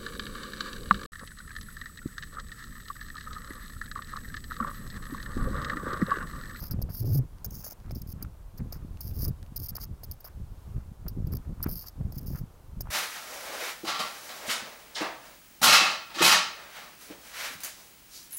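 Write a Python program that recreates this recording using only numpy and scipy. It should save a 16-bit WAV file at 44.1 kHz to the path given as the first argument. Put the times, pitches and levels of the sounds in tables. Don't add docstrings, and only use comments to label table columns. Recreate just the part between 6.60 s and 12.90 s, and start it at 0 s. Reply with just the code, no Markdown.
import sys
import numpy as np
from scipy import signal
from scipy.fft import rfft, irfft, next_fast_len
from scipy.io import wavfile
from scipy.ndimage import uniform_filter1d

SR = 44100
rng = np.random.default_rng(int(sys.argv[2]) if len(sys.argv) > 2 else 0)


def pcm_store(signal):
    levels = np.round(np.clip(np.atleast_2d(signal), -1, 1) * 32767)
    wavfile.write(sys.argv[1], SR, levels.astype(np.int16).T)


def ratio(d):
    e = np.asarray(d, float) / 20
    return 10 ** e


N = 277943
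TIME = np.arange(N) / SR


def evened(x):
    return x / np.sqrt(np.mean(x ** 2) + 1e-20)


def steadied(x, seconds):
    power = abs(uniform_filter1d(x ** 2, int(seconds * SR)))
    return x / np.sqrt(power + 0.001 * np.mean(x ** 2))


def coloured(x, points):
    hz, db = np.transpose(points)
    size = next_fast_len(len(x))
    bins_hz = np.fft.rfftfreq(size, 1 / SR)
    gain = ratio(np.interp(np.log(bins_hz + 1), np.log(hz), db))
    return irfft(rfft(x, size) * gain, size)[:len(x)]


def band(x, lo_hz, hi_hz, order=2):
    return signal.sosfilt(signal.butter(order, [lo_hz, hi_hz], "bandpass", fs=SR, output="sos"), x)


def ring(x, hz, width_hz):
    pole = np.exp((-np.pi * width_hz + 2j * np.pi * hz) / SR)
    return signal.lfilter([(1 - abs(pole)) ** 2], np.poly([pole, pole]), x).real


def clicks(per_s, spread_db):
    hit, sign, size = rng.random((N, 3)).T
    level_db = spread_db * np.minimum(-np.log(size + 1e-9), 5)
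    return (hit < per_s / SR) * np.sign(sign - 0.5) * ratio(level_db)


def flicker(per_s):
    size = int(SR / per_s)
    once = uniform_filter1d(rng.standard_normal(N), size)
    return evened(uniform_filter1d(once, size))


def add(mix, s, sound):
    part = mix[round(s * SR):][:len(sound)]
    part += sound[:len(part)]


def along(table):
    return np.interp(TIME, *np.transpose(table))


# (frequency [Hz], level per Hz [dB])
FOREST_SPECTRUM = [(88, -12.5), (150, -12), (194, -12.5), (293, -11), (1090, -15.5), (2010, -27),
                   (3230, -28.5), (7660, -31), (15000, -30.5), (16500, -34)]


def hush():
    swell_db = 0.6 * flicker(5)
    return ratio(-60.5 + swell_db) * evened(coloured(rng.standard_normal(N), FOREST_SPECTRUM))


# (time [s], held [ms], first level [dB], last level [dB])
STRIDE_GUSTS = [(0, 32, -46, -33.5), (0.122, 185, -29, -30), (0.419, 190, -26.5, -25), (0.72, 46, -48, -48),
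                (0.862, 235, -35, -51), (1.221, 142, -46.5, -30.5), (1.4, 270, -37.5, -36.5),
                (2.005, 67, -29.5, -33), (2.12, 237, -40, -39.5), (2.441, 246, -37.5, -25.5),
                (2.821, 93, -39.5, -56), (2.99, 36, -36, -38.5), (3.1, 170, -47, -43),
                (3.299, 18, -35, -36), (3.42, 100, -46, -42.5), (3.795, 11, -36.5, -34),
                (3.88, 110, -45, -57), (4.081, 100, -44, -30.5), (4.298, 11, -38.5, -63),
                (4.4, 73, -46, -31.5), (4.541, 218, -32, -26), (4.898, 48, -27.5, -37.5),
                (5.001, 150, -34.5, -33.5), (5.402, 103, -30, -34.5), (5.5, 244, -37, -30.5),
                (5.801, 32, -32.5, -35), (6.079, 132, -51.5, -34.5), (6.25, 44, -43, -41)]


def gust_db():
    lull_db, rise_db_per_s, fall_db_per_s = -59.0, 336, 336
    out = np.full(N, lull_db)
    for s, ms, first_db, last_db in STRIDE_GUSTS:
        end = s + ms / 1000
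        before_db = rise_db_per_s * np.maximum(s - TIME, 0)
        after_db = fall_db_per_s * np.maximum(TIME - end, 0)
        held_db = np.interp(TIME, [s, end], [first_db, last_db])
        out = np.maximum(out, held_db - before_db - after_db)
    return out


# (lowest [Hz], highest [Hz])
EDDY_BANDS = [(18, 85), (80, 200), (190, 330), (300, 620)]
# (level in a middling gust [dB], rise with the gust [dB per dB])
EDDY_LEVELS = [(-39, .5), (-47, 1.052), (-57, 0.6752), (-63.5, 1.2014)]
# (time [s], level [dB])
ARM_SWAY = [(0, 2.5), (.25, -2.5), (.4, 0), (.7, 2.5), (1.0, -5.5), (1.3, 1), (1.6, -5), (1.85, 11.5),
            (1.96, -4), (2.2, 1), (2.7, 3.5), (3.5, -0.5), (3.9, 4.5), (4.1, 3), (4.85, 0), (5.3, 1),
            (5.65, -2), (6.3, 3.5)]


def buffet(calm):
    above_db = gust_db() + 45
    eddies = coloured(clicks(320, 2.42), [(20, 6.5), (100, 1.0), (200, -4.5), (600, -22.5), (2000, -22)])
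    left_by_size = (ratio(along(ARM_SWAY)) * calm ** 0.36, -calm, calm ** 0.067, -1)
    out = np.zeros(N)
    for (lo_hz, hi_hz), (mid_db, follow), left in zip(EDDY_BANDS, EDDY_LEVELS, left_by_size):
        level = ratio(mid_db - 6.5 + follow * above_db)
        out += left * level * steadied(band(eddies, lo_hz, hi_hz), 0.085)
    return out * ratio(1.2 * flicker(25))


# (time [s], length [ms], start level [dB], end level [dB])
GRIP_JERKS = [(0.001, 21, -40, -57), (0.11, 24.6, -36, -50), (0.293, 24, -51, -52), (0.404, 31, -46, -48),
              (0.572, 19, -39, -45), (0.845, 20, -32.5, -49), (1.025, 8, -45, -62), (1.045, 13.7, -41, -40),
              (1.31, 12, -43.5, -52), (1.349, 23, -45.5, -55), (1.625, 12, -33, -53.5),
              (1.976, 17, -45, -59), (2.124, 15.6, -32, -61), (2.138, 39, -53.5, -61),
              (2.407, 10.2, -29, -45.5), (2.504, 30, -48, -68), (2.655, 11, -29, -52),
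              (2.96, 18.6, -32, -39.5), (3.434, 19.8, -38.5, -51.5), (3.513, 13.6, -33, -53),
              (4.481, 27, -37.5, -67), (4.67, 9.7, -44.5, -59), (5.07, 3.1, -44, -46),
              (5.099, 14, -40, -51), (5.139, 11, -35, -56), (5.209, 60, -39.5, -65),
              (5.282, 16.5, -40, -58), (5.522, 18, -39.5, -69), (5.629, 23, -56, -68),
              (6.206, 15.5, -29.5, -42)]
# (time [s], length [ms], start level [dB], end level [dB])
GRIP_DRAGS = [(0.021, 23.3, -47, -39), (0.045, 27, -55, -44), (0.319, 43, -54, -39),
              (0.364, 42, -41.5, -41.5), (0.447, 93, -50.5, -47), (0.915, 24, -61, -47),
              (0.941, 79, -45, -48.5), (1.034, 13, -71, -37), (1.061, 31, -42, -46),
              (1.098, 13.4, -65, -40), (1.371, 30, -52, -57), (2.416, 32, -50, -46),
              (2.448, 32.5, -54, -43.5), (2.535, 71, -56.5, -42.5), (2.608, 45, -37, -35.5),
              (3.015, 35.5, -48, -40.5), (3.085, 23.3, -34, -41.5), (3.196, 48.4, -61, -36.5),
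              (3.25, 3.2, -56, -39.5), (3.643, 21, -39.5, -45.5), (4.721, 18, -50, -42),
              (4.749, 7.9, -60, -36), (4.765, 6.2, -76, -33), (5.027, 17, -32.5, -33),
              (5.081, 14, -55, -38), (5.113, 28, -35, -43), (5.154, 31.7, -46, -40.5),
              (5.191, 15, -38, -44), (5.26, 19, -51, -44), (5.661, 105, -45.5, -52.5)]
# (time [s], length [ms], peak level [dB])
GRIP_ROLLS = [(0.075, 18, -49), (0.216, 15.3, -35), (0.531, 39.7, -33.5), (0.904, 8.9, -42.5),
              (1.11, 26.5, -40.5), (1.415, 10.7, -38.5), (1.47, 59, -47), (1.514, 15.3, -41.5),
              (2.483, 20, -44), (2.678, 10.5, -32), (2.687, 13, -42), (2.99, 22, -42), (3.052, 23.4, -38),
              (3.152, 6.9, -32.5), (3.16, 13.5, -39.5), (3.184, 7.4, -49), (3.529, 16, -52.5),
              (3.602, 14.3, -46.5), (3.668, 16, -46.5), (5.544, 27, -48.5), (5.575, 21.3, -38),
              (5.604, 20, -53), (5.754, 62, -48)]


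def pressure():
    force = np.zeros(N)
    for rows, bend in ((GRIP_JERKS, 1), (GRIP_DRAGS, 0.51)):
        for s, ms, start_db, end_db in rows:
            done = np.linspace(0, 1, int(ms * SR / 1000)) ** bend
            add(force, s, ratio(start_db + (end_db - start_db) * done))
    for s, ms, peak_db in GRIP_ROLLS:
        u = np.linspace(-1, 1, int(ms * SR / 1000))
        slope_db = np.where(u < 0, -12, -14)
        add(force, s, ratio(peak_db + slope_db * abs(u)))
    return force


def case(drive, modes, freed_db, spot):
    out, unit = np.zeros(N), 0
    for k, (hz, width_hz, db, share) in enumerate(modes):
        here = spot % len(modes) == k
        out += ring(drive * ratio(db + share * freed_db) * here, hz, width_hz)
        unit += ratio(2 * db) * width_hz
    return out / np.sqrt(unit / SR / len(modes))


# (frequency [Hz], width [Hz], level [dB], share of the finger lift [dB per dB])
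LOW_MODES = [(4913, 820, 7, -0.45), (5400, 580, 4.5, 0.0026), (6364, 1120, -1, 0.66)]
# (frequency [Hz], width [Hz], level [dB], share of the finger lift [dB per dB])
HIGH_MODES = [(9300, 960, -10, 1), (10690, 1780, 1.5, 0.061), (12550, 1800, 9, -0.074),
              (13100, 1600, 9.5, -0.8), (15000, 1400, 11, 0.39)]
# (time [s], level [dB])
PALM_MUFFLE = [(0, -6.5), (.3, -6.5), (.36, -12), (.48, -5.5), (.57, -11.5), (1.0, -6), (1.36, -6.5),
               (1.5, -10), (2.1, -3.5), (2.45, -9.5), (3.09, -10), (3.2, -4.5), (3.6, -10.5), (4.5, -6.5),
               (5.11, -13), (5.27, -4), (5.6, -9), (6.3, -6.5)]
# (time [s], lift [dB])
FINGER_LIFT = [
    (0, -5.5),
    (.7, 2.5),
    (.85, 12),
    (1.15, 8),
    (1.3, 1),
    (2.9, 0),
    (4.5, -4.5),
    (5.1, -3.5),
    (5.7, 3.5),
    (6.3, 6.5),
]


def grip():
    slide = pressure()
    low = slide * ratio(along(PALM_MUFFLE))
    force = slide + ratio(-70) * abs(band(clicks(25, 4.0), 30, 300))
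    drive = evened(clicks(20000, 1.23) * ratio(2.75 * flicker(480)))
    freed_db = along(FINGER_LIFT)
    spot = rng.integers(0, 15, N)
    scratch = case(drive * force, HIGH_MODES, freed_db, spot) + case(drive * low, LOW_MODES, freed_db, spot)
    skirt = ratio(-10.5) * band(drive * low, 500, 5900, order=1)
    return ratio(2.5) * scratch + skirt


# (time of full weight [s], spread [ms], crunch level [dB])
FOOTFALLS = [(0.036, 22, -51), (.12, 42, -57), (.22, 15, -72), (.3, 13, -54.5), (.57, 77, -69.5),
             (.85, 4, -52), (1.07, 67, -59.5), (1.27, 27, -58.5), (1.62, 38, -57), (2.0, 18, -58),
             (2.14, 33, -57), (2.22, 42, -67), (2.4, 26, -84), (2.65, 53, -59.5), (3.165, 35, -58),
             (3.23, 25, -60), (3.44, 7.5, -78), (3.67, 33, -57.5), (4.19, 32, -61.5), (4.475, 11.5, -54.5),
             (4.73, 14, -53.5), (4.85, 38, -65), (5.01, 9.3, -57), (5.064, 21, -47), (5.11, 22, -65),
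             (5.26, 24, -61), (5.6, 64, -70.5), (5.766, 29, -52.5), (6.29, 37, -56)]
# (frequency [Hz], level [dB])
LITTER_SPECTRUM = [(300, -14), (700, -6), (1000, -4), (1250, 0), (1650, -6), (2400, -14), (3200, -26),
                   (16000, -44)]


def crunch():
    weight = ratio(-78.0)
    for s, ms, db in FOOTFALLS:
        weight = weight + ratio(db) * np.exp(-((TIME - s) * 1000 / ms) ** 2)
    grains = clicks(2200, 3.2) * ratio(3 * flicker(110))
    return ratio(-2.17) * weight * steadied(coloured(grains, LITTER_SPECTRUM), 0.04)


# (time [s], peak level [dB])
DULL_KNOCKS = [(0.027, -48), (0.19, -44), (0.216, -43), (0.29, -45), (0.844, -50.5), (1.044, -47.5),
               (1.067, -43), (1.123, -45), (1.309, -40.5), (1.749, -55), (1.989, -63), (2.125, -43.5),
               (2.96, -53), (3.153, -47), (3.433, -45.5), (3.646, -45), (4.464, -45), (5.411, -46),
               (5.523, -48.5), (5.706, -50), (6.207, -42)]
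# (time [s], peak level [dB], frequency [Hz])
TWIG_SNAPS = [(0.118, -55, 1400), (0.348, -51, 1450), (1.649, -47, 1310), (2.405, -53, 1000),
              (2.606, -55, 920), (2.658, -51, 966), (3.183, -37, 1140), (3.667, -48, 1050),
              (5.005, -43, 1060), (5.042, -38.5, 1380), (5.065, -34.5, 1120), (5.243, -48, 1050),
              (5.749, -50, 1250), (6.257, -47, 1050), (6.272, -39.5, 975)]


def knocks_and_twigs():
    out = np.zeros(N)
    t = np.arange(500) / SR
    knock_hz = 630
    for s, peak_db, hz in TWIG_SNAPS + [(s, peak_db, knock_hz) for s, peak_db in DULL_KNOCKS]:
        cycles = t * hz * 1.7
        body = np.sin(2 * np.pi * hz * t) * cycles * np.exp(-cycles)
        burst = rng.standard_normal(500) * (t / 0.0012) * np.exp(-t / 0.0012)
        grit = band(burst, 300, 1900, order=3)
        add(out, s - 0.0005, ratio(peak_db + 13.0) * (body + 0.56 * grit))
    return out


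# (time [s], peak level [dB], width [ms])
EDDY_POPS = [(0.146, -24.5, 1.28), (0.24, -24.5, 3.2), (1.368, -32.5, 1.1), (1.538, -37.5, 1.2),
             (1.629, -34, 1.1), (2.023, -27, 1.55), (2.056, -40, 1.1), (2.25, -31.5, 1.08),
             (2.71, -24.5, 1.8), (2.924, -35.5, 1.3), (3.001, -37.5, 1.1), (3.121, -35.5, 1.46),
             (3.314, -32, 1.9), (3.504, -32.5, 3.2), (3.794, -47, 1.7), (0.191, -28.5, 1.7),
             (4.165, -25.5, 2.3), (4.319, -34, 1.54), (4.474, -53, 1.3), (4.575, -27.5, 1),
             (4.648, -23, 2.2), (4.712, -30, 3.3), (5.064, -19.5, 0.9), (5.09, -33.5, 0.4),
             (5.411, -31, 1.6), (5.454, -25.5, 1.85), (5.635, -33.5, 1.4), (5.715, -33.5, 1.2),
             (5.839, -29.5, 1.46), (6.173, -30, 1.7)]


def pops():
    out = np.zeros(N)
    ms = np.arange(-15, 15, 1000 / SR)
    for s, peak_db, width_ms in EDDY_POPS:
        sign, size = rng.random(2)
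        u = ms / (width_ms + 0.14 * size)
        swing = (1 - 0.8 * u ** 2 + 1.22 * u) * np.exp(-u ** 2 / 2)
        add(out, s - 0.015, ratio(peak_db) * np.sign(sign - 0.5) * swing)
    return out


# (time [s], pitch [Hz], level [dB])
VORTEX_MOAN = [
    (.39, 100.7, -49),
    (0.412, 100.7, -25.5),
    (.435, 128.3, -34),
    (0.461, 100.4, -26.5),
    (.492, 154.4, -29.5),
    (0.522, 86.4, -22),
    (0.554, 145, -26),
    (0.597, 138, -21),
    (0.629, 107.7, -33.5),
]


def moan():
    s, hz, db = np.transpose(VORTEX_MOAN)
    pitch_hz = np.interp(TIME, s, hz) * (1 + 0.04 * flicker(60))
    turn = 2 * np.pi * np.cumsum(pitch_hz) / SR
    level = uniform_filter1d(ratio(np.interp(TIME, s, db, left=-120, right=-120)), 400)
    return np.sqrt(2) * level * (np.cos(turn) + 0.081 * np.cos(2 * turn))


# (time [s], peak level [dB])
NEEDLE_TICKS = [(0.7844, -46.5), (1.201, -48), (1.2615, -49), (1.296, -47), (1.309, -35), (1.6487, -47),
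                (2.372, -43), (2.512, -42), (2.8279, -37.5), (2.863, -48), (3.2296, -46), (3.3344, -64),
                (4.465, -54)]


def ticks():
    out = np.zeros(N)
    t = np.arange(500) / SR
    for s, peak_db in NEEDLE_TICKS:
        burst = rng.standard_normal(500) * (t / 0.00087) * np.exp(-t / 0.00069)
        add(out, s, ratio(peak_db + 9.0) * band(burst, 750, 4200, order=1))
    return out


def scene():
    swirl = moan()
    strength = np.sqrt(abs(uniform_filter1d(swirl ** 2, 1500)))
    calm = 1 / (1 + 60 * strength)
    air = buffet(calm) + pops() + swirl
    ground = crunch() + knocks_and_twigs() + ticks()
    return (hush() + air + grip() + ground)[None]


def roll_off(x):
    return signal.sosfilt(signal.butter(12, 16990, fs=SR, output="sos"), x)


def record(dry):
    limit = signal.firwin(401, 15900, window=("kaiser", 6), fs=SR)
    mix = signal.oaconvolve(dry, limit[None], "same")
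    return roll_off(mix)


dry = scene()
out = record(dry)
pcm_store(out)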